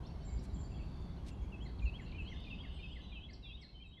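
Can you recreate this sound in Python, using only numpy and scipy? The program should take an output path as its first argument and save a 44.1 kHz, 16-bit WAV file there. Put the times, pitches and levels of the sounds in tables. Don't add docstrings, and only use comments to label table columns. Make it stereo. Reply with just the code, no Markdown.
import sys
import numpy as np
from scipy import signal
from scipy.io import wavfile

SR = 44100
rng = np.random.default_rng(int(sys.argv[2]) if len(sys.argv) > 2 else 0)


def bounce(signal):
    frames = np.transpose(np.atleast_2d(signal))
    limited = np.clip(frames, -1, 1)
    pcm = np.round(limited * 32767).astype(np.int16)
    wavfile.write(sys.argv[1], SR, pcm)


N = 176400

# time_s, level_db
RUMBLE_LEVELS = [(0, -43.5), (.6, -42), (1.1, -43.5), (1.6, -43), (2.1, -43.5), (2.8, -46.5), (3.2, -49.5),
                 (3.6, -53.5), (4, -53.5)]
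RUSH_LEVELS = [(0, -58), (.9, -58.5), (1.9, -59.5), (2.6, -61), (3.2, -65), (4, -72)]
# frequency_hz, level_db
RUMBLE_COLOUR = [(20, -11), (35, -7.5), (48, -4.5), (59, 1.5), (75, -6.5), (100, -11), (170, -11.5),
                 (250, -21.5), (400, -34), (800, -66.5)]
RUSH_COLOUR = [(120, -6), (200, 4.5), (320, 4.5), (500, -5), (780, -0.5), (1100, -8), (1600, -13),
               (2500, -18.5), (4300, -24), (6000, -28.5), (8000, -38), (11500, -35.5), (15000, -59)]
SWISH_COLOUR = [(1000, -12), (2700, 4), (4500, 1.5), (7500, -1), (11000, -14.5), (14000, -18)]
# frequency_hz, likeness
EAR_LIKENESS = [(30, 1), (70, .98), (170, 0.91), (350, 0.65), (700, 0.23), (1400, -0.3), (3000, 0.11),
                (9000, 0.16)]
# start_s, length_s, level_db, pitch_hz, spread_octaves, notes_per_s
TWITTER_BOUTS = [(0, 0.29, -69.5, 2900, .15, 25), (0, .72, -67.5, 4300, .15, 29.6),
                 (.7, 0.48, -70, 4115, .2, 25), (2.0, 1.09, -60, 2895, .12, 30),
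                 (2.32, .75, -61, 3453, 0.1194, 35), (2.35, 0.64, -69, 4350, .15, 29),
                 (3.101, .6, -69, 2900, .2, 20.4)]
CALL_SHAPES = { "upsweep": [(0, 3300, -11), (.010, 3790, -6.5), (.019, 4560, -1.5), (.027, 5880, -3),
               (.031, 6000, -33)], "chip": [(0, 6120, -13), (.006, 5340, 2.5), (.013, 4450, 1),
               (.021, 3600, -15), (.030, 3100, -26)], "tick": [(0, 5404, -13), (.005, 4000, 1.5),
               (.012, 2900, 5), (.019, 2400, 1.5), (.023, 2420, -17)], "dip": [(0, 4200, -13),
               (.017, 3680, 1), (.042, 3485, 1.5), (.065, 3240, -3), (.084, 3233, -1.5), (.115, 3560, 0),
               (.140, 3816, 3), (.153, 3830, -30)], "hook": [(0, 5950, -9), (.009, 5100, -2),
               (.018, 4300, -1), (.035, 4020, 0.5), (.054, 4110, -6), (.073, 4260, -6.5),
               (.088, 4100, -15)], "whistle": [(0, 3127, -13), (.018, 3076, 0), (.060, 3044, -1.5),
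               (.088, 3190, 3.5), (.108, 3040, -15)], "thin": [(0, 7150, -21), (.030, 7350, 2.5),
               (.070, 7360, -3), (.120, 7210, 1), (.145, 7250, -10)], "pipe": [(0, 2235, -15),
               (.014, 2210, -2), (.041, 2185, -2), (.056, 2185, -14)], "level": [(0, 3820, -3.5),
               (.025, 3804, 1), (.110, 3790, -3.5), (.160, 3760, -10)], "flick": [(0, 3950, -8),
               (.010, 4270, -2.5), (.020, 4600, -0.5), (.027, 5120, -10)], "lift": [(0, 2910, -17),
               (.030, 3190, -8), (.052, 3420, -6), (.07, 3480, -1)], }
CALL_WAVER = {"upsweep": 0.041, "tick": .07, "chip": 0.013, "flick": .015, "level": .009, "thin": .004}
# start_s, shape_name, level_db, pitch_ratio, right_ear_lag_cycles, wash_db
CALLS = [ (.046, "upsweep", -53, 1, 0.33, -5.5), (.206, "upsweep", -55, .97, .4, -7),
         (.371, "upsweep", -54, 1, 0.35, -7.5), (.022, "chip", -62.5, 0.62, 0.41, -1.5),
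         (.183, "chip", -68, .6, 0.32, -6), (.343, "chip", -69, .62, 0.42, -7),
         (.128, "pipe", -57.5, 1, 0.5, -13), (.258, "pipe", -57.5, 1, .52, -3),
         (2.265, "pipe", -63, .97, 0.37, 4.5), (3.455, "pipe", -66, 1, .45, -8),
         (3.595, "pipe", -64.5, 1.01, 0.3, -2), (.232, "thin", -65.5, 1, 0.031, -5.5),
         (0.519, "thin", -65.5, .995, 0.047, -1), (1.786, "tick", -61, 1, .25, -5),
         (2.114, "tick", -59, 1, .25, -5), (2.435, "tick", -58.5, 1.05, .3, -4),
         (2.756, "tick", -63, 1.05, .3, -4), (3.114, "dip", -56.5, .9, 0.21, -11),
         (3.422, "dip", -54, 1, 0.22, -9), (3.289, "flick", -56.5, 1, 0.35, -1),
         (3.331, "chip", -51, 1.01, -0.33, -11), (3.612, "hook", -51.5, 1, 0.39, -9.5),
         (3.044, "lift", -56, 1.08, .29, -2), (3.738, "whistle", -59.5, 1, 0.071, -7),
         (2.755, "whistle", -62.5, 1.02, .1, 0), (3.015, "level", -63, 1.028, 0.19, -1.5),
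         (3.435, "level", -60.5, 1.015, 0.23, -5.5), (3.848, "level", -65.5, 1, -0.15, -20),
         (3.422, "whistle", -59.5, .89, 0.089, -10), (3.930, "lift", -55, 1, 0.033, -8)]
# middle_s, half_length_s, level_db
TAIL_STROKES = [(0.443, 0.018, -65), (1.281, 0.021, -60)]
# start_s, level_db, low_edge_hz
DRY_SNAPS = [(.440, -55, 2500), (.451, -58, 3000), (1.280, -59, 2000), (2.405, -65, 8500)]
# start_s, level_db, pitch_ratio
CHIRPS = [(.548, -66, 1), (.632, -68, 1.46), (.705, -66, 0.84), (.735, -62.5, 1.01), (.765, -69, .72),
          (.785, -62, .83), (1.08, -72, .64), (1.16, -72, 0.92), (1.295, -65, 0.84), (1.41, -69, 0.71)]
# time_in_call_s, pitch_hz, level_db
CHIRP_SHAPE = [(0, 3597, -11), (.015, 3250, 0), (.035, 3150, 0), (.06, 3443, -7)]
# start_s, length_s, level_db, pitch_hz, fall_share_of_pitch, notes_per_s
TRILL_RUNS = [(.85, 0.29, -67.5, 3520, .06, 40), (.66, .44, -67.5, 4550, 0.14, 40),
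              (1.15, .65, -70, 3280, .03, 32), (1.96, 1.24, -61, 2950, 0.243, 27),
              (2.325, 0.12, -52.5, 3590, 0.045, 80), (2.32, .15, -71.5, 5000, .03, 57),
              (2.66, .25, -73, 5000, .04, 37)]
# start_s, length_s, level_db, pitch_hz
RASP_NOTES = [(.97, 0.087, -79, 6800), (1.11, 0.056, -73.5, 5750), (1.298, .03, -70, 7240),
              (1.388, 0.06, -74, 6580), (1.585, 0.08, -74.5, 7130), (1.785, 0.079, -77, 6900),
              (1.985, 0.061, -75, 7210), (2.175, 0.074, -78.5, 7190), (2.71, 0.081, -74, 8190),
              (2.89, .07, -78.5, 7870), (2.983, 0.082, -77.5, 6090), (3.289, 0.082, -84, 7800),
              (3.568, 0.082, -82, 8000), (3.833, 0.065, -83.5, 7930)]
# start_s, level_db
NEAR_PHRASES = [(1.517, -52), (1.852, -45), (2.177, -46), (2.500, -46), (2.820, -49), (3.149, -50.5),
                (3.485, -54.5), (3.832, -57)]
# time_in_phrase_s, pitch_hz, level_db
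PIP_NOTE = [(-.032, 2500, -10.5), (-.024, 2432, -5), (-.013, 2410, -8), (-.004, 2390, -31.5)]
SLUR_NOTE = [(0, 2946, -15), (.010, 2738, -2), (.022, 2627, -0.5), (.034, 2586, 0.5), (.042, 2580, -5),
             (.048, 2630, -1)]
RISE_NOTE = [(.081, 2780, -19), (.090, 2978, -7), (.098, 3066, -6), (.105, 3235, -4), (.113, 3330, -5.5),
             (.123, 3220, -12.5)]
DROP_NOTE = [(.136, 2230, -12.5), (.143, 2170, -10), (.151, 2042, -3), (.158, 1843, -14.5),
             (.168, 1740, -18.5), (.190, 1732, -18.5)]
# start_s, level_db, pitch_hz
BUZZ_NOTES = [(1.648, -57, 4140), (1.848, -60, 4160), (2.048, -59.5, 4150), (2.245, -59.5, 4150),
              (2.288, -68.5, 5870)]

TREES_FADE_S, LEAVES_FADE_S = .9, .083


def from_db(db):
    return 10 ** (np.asarray(db) / 20)


def unit_power(x):
    return x / np.sqrt(np.mean(x ** 2) + 1e-20)


def level_curve(rows):
    return from_db(np.interp(np.arange(N) / SR, *np.transpose(rows)))


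def at_hz(points, hz):
    frequencies, values = np.transpose(points)
    return np.interp(np.log(hz), np.log(frequencies), values)


def drift(turns_per_s, n):
    points = rng.standard_normal(4096)
    return np.interp(np.arange(n) / SR * turns_per_s, np.arange(len(points)), points)


def add(out, start_s, sound):
    i = max(int(start_s * SR), 0)
    out[:, i:i + sound.shape[1]] += sound[:, :max(N - i, 0)]


def banded_noise(colour, flicker_db):
    out, edges = 0, 17.5 * 2 ** np.arange(0, 10.1, .5)
    edges = edges[(edges > colour[0][0] / 2) & (edges < 2 * colour[-1][0])]
    white = rng.standard_normal((2, 2, N + SR // 2))
    for k, (low, high) in enumerate(zip(edges, edges[1:])):
        band = signal.butter(2, [low, high], "band", fs=SR, output="sos")
        shared, opposite = signal.sosfilt(band, white[k % 2])[:, -N:]
        hz = np.sqrt(low * high)
        alike = at_hz(EAR_LIKENESS, hz)
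        gain = from_db(at_hz(colour, hz) + flicker_db * drift(14, N))
        out = out + gain * (np.sqrt(1 + alike) * shared + np.sqrt(1 - alike) * opposite * [[1], [-1]])
    return unit_power(out)


def wind():
    rumble = level_curve(RUMBLE_LEVELS) * banded_noise(RUMBLE_COLOUR, flicker_db=1.73)
    rush = from_db(2.5) * level_curve(RUSH_LEVELS) * banded_noise(RUSH_COLOUR, flicker_db=.94)
    peak_s, rise_s, fall_s, thump_hz = 1.846, .014, .029, 56.8
    t = np.arange(N) / SR - peak_s
    swell = np.exp(-(t / np.where(t < 0, rise_s, fall_s)) ** 2)
    thump = from_db(-27) * swell * np.cos(2 * np.pi * thump_hz * t)
    return (rumble + rush + thump) * from_db([[-.28], [.28]])


def bird_tone(hz, gain, lag_cycles, waver, rough):
    n = len(hz)
    cycles = np.cumsum(hz * (1 + waver * drift(300, n))) / SR
    phase = 2 * np.pi * (cycles - np.array([[0], [lag_cycles]]))
    soft_ends = signal.windows.tukey(n, min(1, .004 * SR / n))
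    return gain * (1 + rough * drift(300, n)) * soft_ends * np.sin(phase)


def wash(sound, fade_s):
    t, build_s = np.arange(SR) / SR, .012
    tail = rng.standard_normal((2, SR)) * from_db(-60 * t / fade_s) * (1 - np.exp(-t / build_s))
    return signal.fftconvolve(sound, unit_power(tail) / np.sqrt(SR), axes=1)[:, :N]


def twitters():
    out = np.zeros((2, N))
    note_s, glide_octaves, spread_db = .0319, .2, 4
    through_note = np.linspace(-.5, .5, int(note_s * SR))
    for start_s, length_s, db, hz, spread_octaves, notes_per_s in TWITTER_BOUTS:
        for k, (late, pitch, glide, strength, side) in enumerate(rng.uniform(-1, 1, (48, 5))):
            offset_s = (k + .5 + .5 * late) / notes_per_s
            gain = from_db(db + spread_db * strength) * np.cos(np.pi * through_note)
            glide_hz = hz * 2 ** (spread_octaves * pitch + glide_octaves * glide * through_note)
            note = bird_tone(glide_hz, gain, lag_cycles=.31 * side, waver=.012, rough=.27)
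            if offset_s < length_s:
                add(out, start_s + offset_s, note)
    return from_db(-3.5) * out + from_db(-2.5) * wash(out, TREES_FADE_S)


def sing(shape, pitch_ratio, lag_cycles, waver, rough):
    times, hz, db = np.transpose(shape)
    t = times[0] + np.arange(int((times[-1] - times[0]) * SR)) / SR
    gain = from_db(np.interp(t, times, db))
    return bird_tone(pitch_ratio * np.interp(t, times, hz), gain, lag_cycles, waver, rough)


def through_foliage(direct, to_trees):
    return direct + from_db(-8.5) * wash(direct, LEAVES_FADE_S) + wash(to_trees, TREES_FADE_S)


def field_calls():
    direct, to_trees = np.zeros((2, 2, N))
    for start_s, name, db, pitch_ratio, lag_cycles, wash_db in CALLS:
        waver = CALL_WAVER.get(name, .006)
        call = from_db(db) * sing(CALL_SHAPES[name], pitch_ratio, lag_cycles, waver, rough=.27)
        add(direct, start_s, call)
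        add(to_trees, start_s, from_db(wash_db) * call)
    return through_foliage(direct, to_trees)


def tail_swishes():
    t = np.arange(N) / SR
    strokes = sum(from_db(db) * np.exp(-((t - middle_s) / half_s) ** 2)
                  for middle_s, half_s, db in TAIL_STROKES)
    grain = from_db(3.7 * drift(350, N))
    return strokes * grain * banded_noise(SWISH_COLOUR, flicker_db=-2)


def snaps():
    out, t, decay_s = np.zeros((2, N)), np.arange(N) / SR, .0015
    fade = np.exp(-np.minimum(t / decay_s, 20))
    for start_s, db, low_edge_hz in DRY_SNAPS:
        burst = from_db(db) * fade * rng.standard_normal((2, N))
        keep_highs = signal.butter(2, low_edge_hz, "high", fs=SR, output="sos")
        add(out, start_s, signal.sosfilt(keep_highs, burst))
    return out


def far_chirps():
    out = np.zeros((2, N))
    for start_s, db, pitch_ratio in CHIRPS:
        chirp = sing(CHIRP_SHAPE, pitch_ratio, lag_cycles=.14, waver=.026, rough=.5)
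        add(out, start_s, from_db(db) * chirp)
    return through_foliage(from_db(-1.5) * out, from_db(-4) * out)


def far_trills():
    out = np.zeros((2, N))
    for start_s, length_s, db, hz, fall, notes_per_s in TRILL_RUNS:
        n = int(length_s * SR)
        through_note = np.cumsum(notes_per_s * (1 + .15 * drift(20, n))) / SR % 1
        gain = from_db(db) * np.sin(np.pi * through_note) * signal.windows.tukey(n, .25)
        falling_hz = hz * (1 + fall * (.5 - through_note))
        add(out, start_s, bird_tone(falling_hz, gain, lag_cycles=0, waver=.02, rough=.3))
    return from_db(-6.5) * out + wash(out, TREES_FADE_S)


def rasps():
    out = np.zeros((2, N))
    for start_s, length_s, db, hz in RASP_NOTES:
        n = int(length_s * SR)
        sagging_hz = hz * np.linspace(1.02, .98, n)
        gain = from_db(db) * signal.windows.tukey(n, .9)
        add(out, start_s, bird_tone(sagging_hz, gain, lag_cycles=0, waver=.035, rough=1))
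    return wash(out, LEAVES_FADE_S) + from_db(-8) * wash(out, TREES_FADE_S)


def near_bird():
    out, echo_s = np.zeros((2, N)), .03
    loudest_db = max(db for _, db in NEAR_PHRASES)
    for k, (start_s, db) in enumerate(NEAR_PHRASES):
        ending_db = loudest_db + .87 * (db - loudest_db)
        notes = [(SLUR_NOTE, db), (RISE_NOTE, ending_db), (DROP_NOTE, ending_db)]
        if k > 0:
            notes.append((PIP_NOTE, db))
        for shape, note_db in notes:
            waver = .025 if shape is DROP_NOTE else .009
            note = sing(shape, 1 + .003 * rng.normal(), lag_cycles=.19, waver=waver, rough=.23)
            add(out, start_s + shape[0][0], from_db(note_db) * note)
    add(out, echo_s, from_db(-17) * out)
    return out + from_db(-9) * wash(out, fade_s=.89) + from_db(-13) * wash(out, LEAVES_FADE_S)


def buzzes():
    length_s, warble_hz, depth_hz = .061, 230, 412
    out, t = np.zeros((2, N)), np.arange(int(length_s * SR)) / SR
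    warble = depth_hz * np.minimum(2 * t / length_s, 1) ** 2 * np.sin(2 * np.pi * warble_hz * t)
    swell = np.sqrt(np.sin(np.pi * t / length_s))
    for start_s, db, hz in BUZZ_NOTES:
        note = bird_tone(hz + warble, swell, lag_cycles=-.31, waver=.015, rough=.3)
        add(out, start_s, from_db(db) * note)
    return out + from_db(-4) * wash(out, TREES_FADE_S)


def scene():
    return (wind() + twitters() + field_calls() + tail_swishes() + snaps()
            + far_chirps() + far_trills() + rasps() + near_bird() + buzzes())


def record(dry):
    cutoff_hz = 12000
    eased = dry * signal.windows.tukey(N, .002)
    return signal.sosfilt(signal.ellip(10, .2, 70, cutoff_hz, fs=SR, output="sos"), eased)


dry = scene()
out = record(dry)
bounce(out)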